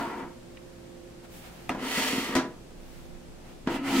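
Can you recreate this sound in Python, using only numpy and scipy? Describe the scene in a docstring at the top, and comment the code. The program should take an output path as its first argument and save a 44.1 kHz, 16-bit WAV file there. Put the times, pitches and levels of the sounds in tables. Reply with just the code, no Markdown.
"""A thin tray is drawn out of a desktop organizer: friction hisses with its speed and rings the hollow case.
A notebook is moved, its binding ticks, paper and sleeve brush past, and it drops on the tray with a clack.
The tray is pushed home with a knock, and there is a faint rumble as the person steps away.
Then, from closer up, a tray is gripped and slid again, chattering on its runners.
All along, a fan hums in the quiet room."""
import sys
import numpy as np
from scipy import signal
from scipy.fft import rfft, irfft
from scipy.io import wavfile
from scipy.ndimage import uniform_filter1d

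SR = 44100
rng = np.random.default_rng(int(sys.argv[2]) if len(sys.argv) > 2 else 0)


def pcm_store(signal):
    """Save signal as 16-bit PCM."""
    levels = np.round(np.clip(np.atleast_2d(signal), -1, 1) * 32767)
    wavfile.write(sys.argv[1], SR, levels.astype(np.int16).T)


N = 176400
T, HZ = np.arange(N) / SR, np.maximum(np.arange(N // 2 + 1) * SR / N, 1)
FAR_LAG_S = .000065   # the right microphone hears the far tray later


# Each row: time in seconds, then runner hiss, tray rasp and case drone in dB, before the boosts below.
PULL_LEVELS = [(0.0, -47.5, -34.5, -24.5), (0.024, -50.5, -35, -35.5), (0.136, -58.5, -37.5, -45.5),
               (0.17, -60, -42, -37.5), (0.2, -59, -39.5, -40.5), (0.234, -66, -41, -39),
               (0.36, -89, -62.5, -63)]
# The tone of the rasp. Each row: frequency in Hz, level in dB.
PULL_RASP = [(200, -16), (340, 1), (600, -5.5), (950, -.5), (1400, -9), (2000, -13), (2800, -19),
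             (4000, -39)]

def pull_out():
    """The tray starts with a jerk and fades as it slows."""
    return slide(PULL_LEVELS, PULL_RASP, hiss_boost_db=4.0, rasp_boost_db=1.1, drone_boost_db=-2.0,
                 rough_db=0.5, lag_s=FAR_LAG_S / 2, rasp_pan_db=0.5)


# Each row: time in seconds, then hiss, rasp and drone in dB, before the boosts below.
PUSH_LEVELS = [(1.785, -61, -47, -44), (1.84, -46, -39, -35), (1.956, -35.5, -36, -44.5),
               (1.978, -34.5, -33.5, -33.5), (2.085, -35.5, -34.5, -37.5), (2.185, -40, -37, -36.5),
               (2.266, -42.5, -36.5, -42.5), (2.345, -49.5, -35.5, -34.5)]
# Each row: frequency in Hz, level of the rasp in dB.
PUSH_RASP = [(130, -14), (400, 3), (700, -3), (1300, 1.5), (1550, -3), (2000, -0.5), (3000, -9.5),
             (4500, -16)]

def push_home():
    """The loaded tray slides back in, hissing most where it moves fastest."""
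    return slide(PUSH_LEVELS, PUSH_RASP, hiss_boost_db=5.0, rasp_boost_db=0.56, drone_boost_db=0.0,
                 rough_db=0.5, lag_s=FAR_LAG_S, rasp_pan_db=0.0)


# Each row: time in seconds, then hiss, rasp and drone in dB, before the boosts below.
CLOSE_LEVELS = [(3.685, -65, -39.5, -30), (3.705, -52, -37.5, -30.5), (3.763, -49, -35, -32.5),
                (3.809, -71, -43.5, -33.5), (3.83, -62, -44, -32.5), (3.865, -47, -34.5, -35),
                (3.919, -42, -32.5, -32.5), (3.951, -39, -33, -23.5), (4.0, -36.5, -36, -23)]
# Each row: frequency in Hz, level of the rasp in dB.
CLOSE_RASP = [(120, -0.5), (440, 3), (600, -4), (780, 3.5), (1400, -2.5), (2100, -3.5), (3100, -9),
              (4500, -20)]

def close_slide():
    """A nearby tray slides, hesitates and slides on, chattering."""
    return slide(CLOSE_LEVELS, CLOSE_RASP, hiss_boost_db=6.0, rasp_boost_db=0.5, drone_boost_db=-3.5,
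                 rough_db=0.0, lag_s=0, rasp_pan_db=-0.2, chatters=True)


# The tone of the runners' hiss. Each row: frequency in Hz, level in dB.
RUNNER_HISS = [(1000, -16), (2000, 3.5), (3000, 3), (4300, 0), (5500, -3), (7500, -4), (11000, -8.5),
               (15500, -12)]

def slide(levels, rasp_tone, hiss_boost_db, rasp_boost_db, drone_boost_db,
          rough_db, lag_s, rasp_pan_db, chatters=False):
    """Tiny slips hiss on the runners, rasp in the tray and keep the case droning."""
    times, *curves = np.transpose(levels)
    fade_in_s, release_s = 0.027, 0.034
    fade = np.clip(1 + (T - times[0]) / fade_in_s, 0, 1)
    fade *= np.exp(-np.maximum(T - times[-1], 0) / release_s)
    hiss_gain, rasp_gain, drone_gain = [fade * from_db(np.interp(T, times, db)) for db in curves]
    # Friction varies quickly with the surface, slowly with the hand's pressure.
    grain = unit_power(from_db(rough_db * (drift(rate_hz=250) + drift(rate_hz=34.8))))
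    drone = from_db(drone_boost_db) * case_drone()
    if chatters:
        drone = drone + chatter()
    tray = tray_response()
    hiss = from_db(hiss_boost_db) * hiss_gain * noise(colour(RUNNER_HISS) * tray, lag_s=lag_s)
    rasp = from_db(rasp_boost_db) * rasp_gain * noise(colour(rasp_tone) * tray, lag_s=lag_s)
    return grain * (hiss + rasp * pan(rasp_pan_db)) + drone_gain * drone


# The notes at which case and tray ring. Each row: pitch in Hz, relative level in dB when struck,
# the same when rubbed, ring time in seconds (the time to fade by 60 dB, called t60).
CASE_NOTES = [(218.5, -5.5, -3.5, 0.23), (257.5, 2, 1, .22), (276.5, -4, 1, 0.22),
              (341.4, -1.5, -6.5, 0.27), (405, -19, -20, 0.28), (476.3, -11.5, -12.5, 0.31),
              (629, -13.5, -20.5, 0.34), (721, -26, -20.5, 0.19), (915, -30, -17, 0.13),
              (991.4, -5, -17, 0.23), (1292, -15.5, -17.5, 0.33), (1658, -14, -24, 0.21),
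              (1896, -13.5, -20.5, 0.2)]

def case_drone():
    """Hundreds of tiny random slips a second keep the hollow case ringing at an even level."""
    slips_per_s, spread_db = 700, 0.5
    slips = (rng.random(N) < slips_per_s / SR) * rng.choice([-1, 1], N)
    slips = slips * from_db(spread_db * rng.standard_normal(N))
    case = cut_bass(sum((-1) ** k * from_db(rubbed_db) * ring(slips, hz, t60)
                        for k, (hz, _, rubbed_db, t60) in enumerate(CASE_NOTES)))
    return case / np.sqrt(uniform_filter1d(case ** 2, size=2000) + 1e-12)


# The pitches the tray favours. Each row: frequency in Hz, width in Hz, lift in dB.
TRAY_PEAKS = [(341, 9.9, 6.5), (711, 23, 7.5), (922.6, 22.5, 10.5), (1387, 44, 5.5), (1988, 57, 6.5),
              (3020, 200, 3.5), (4500, 220, 4.5)]

def tray_response():
    """The tray shapes the friction noise with a few strong resonances among many weak ones."""
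    peaks = 1 + sum((from_db(db) - 1) / (1 + (2 * (HZ - hz) / width) ** 2)
                    for hz, width, db in TRAY_PEAKS)
    weak_peaks = unit_power(np.abs(rfft(rng.standard_normal(N) * decay(T, t60=0.19))))
    return peaks * (1 + 0.58 * (weak_peaks - 1))


def chatter():
    """The close tray chatters on its runners at the pitch of the case."""
    start_s, pitch_hz = 3.735, 271.5
    fade_in = np.clip((T - start_s) / 0.027, 0, 1)
    gain = fade_in * from_db(-3 + 2.0 * drift(rate_hz=40))
    return gain * np.sqrt(2) * np.sin(2 * np.pi * pitch_hz * T + .5 * drift(rate_hz=17))


# Each row: start in seconds, crack in dB, frequency in Hz above which crack and echo are dulled,
# crack fade time in seconds, room echo in dB, case ring in dB, thud in dB.
KNOCKS = [(1.6926, -23.5, 4540, 0.031, -50, -35, -53), (1.700, -27.5, 1060, 0.22, -30.5, -46, -22),
          (1.748, -29.5, 650, 0.13, -38, -43, -17.5), (1.792, -30.5, 800, 0.077, -41, -51, -32),
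          (2.352, -26.5, 7140, 0.083, -26, -22.5, -14.5), (2.3632, -26, 6040, 0.1, -30, -30.5, -27),
          (2.3822, -30.5, 2500, 0.21, -33.5, -36, -28), (2.443, -48, 1200, 0.049, -40.5, -33.5, -21),
          (3.673, -22.5, 1110, 0.026, -28.5, -36, -5), (3.714, -32, 500, .09, -36, -39, -22)]
# The tones of the crack and of the echo. Each row: frequency in Hz, level in dB.
CRACK_TONE = [(60, -12), (150, 3), (350, -3), (700, 6), (1200, 4.5), (1600, 4.5), (2400, -1), (3400, -6),
              (4200, -12), (6000, -4.5), (10000, -4.5), (15500, -6.5)]
ECHO_TONE = [(60, -4), (130, -4.5), (300, 6), (600, -2), (1100, -2), (2000, -3.5), (3000, -5.5), (5500, -6),
             (9000, -13.5), (15500, -45)]
# Each row: frequency in Hz, seconds the echo takes to fade there.
ECHO_FADE = [(100, 0.38), (400, 0.37), (1200, 0.34), (3000, .23), (7000, 0.2), (14000, 0.13)]

def knocks():
    """Each contact gives a crack, a room echo whose treble dies first, a ring of the case and a thud."""
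    bursts, length = np.zeros((2, N + SR)), SR // 2
    t, edges_hz = T[:length], np.geomspace(50, 16000, 13)
    crack_noise = noise(colour(CRACK_TONE), lag_s=FAR_LAG_S)
    echo_noise = noise(colour(ECHO_TONE), lag_s=FAR_LAG_S)
    echo_bands = []
    for k, (low, high) in enumerate(zip(edges_hz, edges_hz[1:])):
        band = (-1) ** k * filtered(echo_noise, 2, [low, high], "band")
        echo_bands.append((band, at_hz(ECHO_FADE, np.sqrt(low * high))))
    for start_s, crack_db, dull_hz, crack_t60, echo_db, _, _ in KNOCKS:
        start, offset = int(start_s * SR), rng.integers(length, N - length)
        piece = slice(offset, offset + length)
        crack = from_db(crack_db) * crack_noise[:, piece] * decay(t, crack_t60)
        echo = from_db(echo_db) * sum(band[:, piece] * decay(t, t60) for band, t60 in echo_bands)
        bursts[:, start:start + length] += filtered(crack + echo, 1, dull_hz, "low")
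    starts, *_, ring_db, thud_db = np.transpose(KNOCKS)
    case = sum((-1) ** k * ring(clicks(starts, ring_db + struck_db), hz, t60)
               for k, (hz, struck_db, _, t60) in enumerate(CASE_NOTES))
    thud_hz, attack_s = 252, 0.0022
    thud = (1 - np.exp(-t / attack_s)) * decay(t, t60=0.021) * np.sin(2 * np.pi * thud_hz * t)
    thuds = signal.fftconvolve(clicks(starts, thud_db), thud)[:N]
    return bursts[:, :N] + cut_bass(case) - thuds


def desk_shake():
    """The desk shakes as the tray hits its stop."""
    return ring(clicks(times_s=[2.353], levels_db=[-31]), hz=79, t60=.11)


# The tray's short notes. Each row: pitch in Hz, level in dB, ring time in seconds.
CLACK_NOTES = [(705, -27, 0.085), (1255, -25, 0.051), (2050, -26, 0.02), (2470, -25, 0.021),
               (2780, -32, 0.054), (3520, -31.5, 0.023)]

def notebook_clack():
    """The hard edge of the dropped notebook strikes the tray."""
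    return sum((-1) ** k * ring(clicks(times_s=[1.6932], levels_db=[db]), hz, t60)
               for k, (hz, db, t60) in enumerate(CLACK_NOTES))


# Each row: start in seconds, strength of the bump in dB.
CATCHES = [(.075, -40.5), (0.159, -38.5), (.228, -42), (1.828, -38), (1.979, -29.5), (2.131, -30),
           (2.181, -28.5), (2.294, -33.5)]

def catches():
    """The tray catches on its runners and bumps the case; the hand shortens the ringing."""
    bumps, ring_time_share = clicks(*np.transpose(CATCHES)), 0.47
    return cut_bass(sum(from_db(rubbed_db) * ring(bumps, hz, t60 * ring_time_share)
                        for hz, _, rubbed_db, t60 in CASE_NOTES))


def binding_tick():
    """The notebook's binding gives one light, dry tick as it is moved."""
    start_s, centre_hz, width_hz = .5715, 2290, 1700
    envelope = (T >= start_s) * decay(np.abs(T - start_s), t60=.035)
    return from_db(-43.5) * envelope * noise(1 / (1 + (2 * (HZ - centre_hz) / width_hz) ** 2))


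# Each row: middle in seconds, half length in seconds, level in dB, treble tilt in dB per octave.
BRUSHES = [(1.248, 0.012, -51, -3), (1.369, 0.043, -50, 1.5), (1.459, 0.032, -49, -1),
           (1.588, 0.12, -53, -1.5), (2.946, 0.11, -57.5, 0), (3.49, 0.044, -54.5, -3)]
# Their shared tone. Each row: frequency in Hz, level in dB.
BRUSH_TONE = [(550, -4), (730, 11.5), (950, 4), (1500, 4.5), (2500, 4.5), (5000, -2), (10000, -4.5),
              (15500, -3.5)]

def brushes():
    """Paper and sleeve swish past in smooth swells."""
    return sum(from_db(db) * swell(middle_s, half_s)
               * noise(colour(BRUSH_TONE) * from_db(tilt * np.log2(HZ)), ROOM_LIKENESS)
               for middle_s, half_s, db, tilt in BRUSHES)


# Each row: time in seconds, level in dB.
RUMBLE_LEVELS = [(2.5, -65), (2.65, -49), (2.9, -48.5), (3.55, -54)]
# Each row: frequency in Hz, level in dB.
RUMBLE_TONE = [(14, -7), (24, 12), (34, -12)]

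def rumble():
    """A faint low rumble, mostly on the right, rises while the person steps away."""
    gain = from_db(np.interp(T, *np.transpose(RUMBLE_LEVELS)))
    return gain * noise(colour(RUMBLE_TONE), ROOM_LIKENESS) * pan(-6)


# Each row: pitch in Hz, level in dB, extra dB at the top of the swell, dB more on the left than right.
FAN_TONES = [(61, -59.5, -0.5, -0.5), (116.4, -64, 3, 0.5), (176.2, -61.5, 0.5, -2.5), (244, -62, 1.5, 1.5),
             (347.4, -66, 8, -20.5), (524, -68.5, 8.5, -13)]

def fan():
    """A fan hums with wavering tones that swell early on."""
    early = swell(middle_s=0.66, half_s=0.77)
    hum = 0
    for hz, db, extra_db, pan_db in FAN_TONES:
        gain = from_db(db + extra_db * early + 2.0 * drift(rate_hz=4.2)) * pan(pan_db)
        hum += gain * np.sqrt(2) * np.sin(2 * np.pi * hz * T + 1.09 * drift(rate_hz=3.7))
    return hum


# Each row: frequency in Hz, relative level in dB.
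AIR_TONE = [(20, -4.5), (38, -11.5), (58, -15), (85, -22), (125, -12), (250, -13), (600, -19.5),
            (1130, -27.5), (3000, -32), (8000, -37), (15500, -48)]
# Each row: frequency in Hz, how alike left and right are (0 unrelated, 1 the same).
ROOM_LIKENESS = [(30, 0.36), (120, 0.78), (300, 0.57), (700, 0.25), (1500, 0.14), (5000, 0)]

def room_air():
    """The air of the room makes a soft, steady noise."""
    return from_db(-49.5) * noise(colour(AIR_TONE), ROOM_LIKENESS)


# For sounds from the desk. Each row: frequency in Hz, how alike left and right are (0 to 1).
DESK_LIKENESS = [(100, 0.97), (300, 0.92), (750, 0.88), (1400, 0.62), (2700, 0.62), (4600, 0.14),
                 (8000, 0.16), (13000, 0.03)]

def noise(gain, likeness=DESK_LIKENESS, lag_s=0):
    """Stereo noise of power 1, shaped by a gain per frequency; the right side comes lag_s later."""
    mid, side = rfft(rng.standard_normal((2, N)))
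    alike = np.clip(at_hz(likeness, HZ), -1, 1)
    mid, side = mid * np.sqrt(1 + alike), side * np.sqrt(1 - alike)
    left, right = mid + side, (mid - side) * np.exp(-2j * np.pi * HZ * lag_s)
    return unit_power(irfft(gain * np.array([left, right]), N))


def colour(points):
    """Turn a tone table into a gain per frequency, falling away beyond its ends."""
    roll_off = np.minimum(HZ / points[0][0], 1) ** 2 * np.minimum(points[-1][0] / HZ, 1) ** 2
    return from_db(at_hz(points, HZ)) * roll_off


def at_hz(points, hz):
    """Read between the rows of a table, with octaves evenly spaced."""
    frequencies, values = np.transpose(points)
    return np.interp(np.log(hz), np.log(frequencies), values)


def clicks(times_s, levels_db):
    """One-sample taps at the given times."""
    out = np.zeros(N)
    np.add.at(out, np.clip((np.asarray(times_s) * SR).astype(int), 0, N - 1), from_db(levels_db))
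    return out


def ring(force, hz, t60):
    """A click of height 1 starts a fading sine of height 1."""
    keep, angle = from_db(-60 / (t60 * SR)), 2 * np.pi * hz / SR
    return signal.lfilter([0, np.sin(angle)], [1, -2 * keep * np.cos(angle), keep * keep], force + 1e-18)


def cut_bass(x):
    """Cut the deep bass below about 150 Hz from the case's ringing."""
    return filtered(x, 2, hz=147, kind="high")


def filtered(x, order, hz, kind):
    """Keep the lows, the highs or a band."""
    return signal.sosfilt(signal.butter(order, hz, kind, fs=SR, output="sos"), x)


def decay(t, t60):
    """Fade by 60 dB every t60 seconds."""
    return np.exp(-np.log(1000) * t / t60)


def swell(middle_s, half_s):
    """A bell-shaped rise and fall."""
    return np.exp(-.5 * ((T - middle_s) / half_s) ** 2)


def drift(rate_hz):
    """Random wander of typical size 1, up to about the given rate."""
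    return unit_power(irfft(rfft(rng.standard_normal(N)) / (1 + (HZ / rate_hz) ** 2), N))


def pan(db):
    """Left and right gains; positive dB favours the left."""
    return from_db(np.array([[.5], [-.5]]) * db)


def from_db(db):
    """Decibels to gain."""
    return 10 ** (np.asarray(db) / 20)


def unit_power(x):
    """Scale to an average power of 1."""
    return x / np.sqrt(np.mean(x ** 2) + 1e-20)


def scene():
    """Three slides with their knocks and handling sounds, over the room."""
    slides = pull_out() + push_home() + close_slide()
    contacts = knocks() + desk_shake() + notebook_clack() + catches()
    return slides + contacts + brushes() + rumble() + binding_tick() + fan() + room_air()


# Each row: frequency in Hz, dB more on the left than right.
MIC_BALANCE = [(300, 0.5), (700, 1.3), (2500, -1.5), (5000, 0.5), (9000, 1.5), (13000, -2.5)]

def record(dry):
    """Each microphone has its own tone, and the highest treble is cut steeply."""
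    hz, cutoff_hz = np.maximum(np.arange(N + 1) * SR / (2 * N), 1), 15750
    treble_cut = 1 / np.sqrt(1 + (hz / cutoff_hz) ** 300)
    return irfft(rfft(dry, 2 * N) * pan(at_hz(MIC_BALANCE, hz)) * treble_cut)[:, :N]


dry = scene()
out = record(dry)
pcm_store(out)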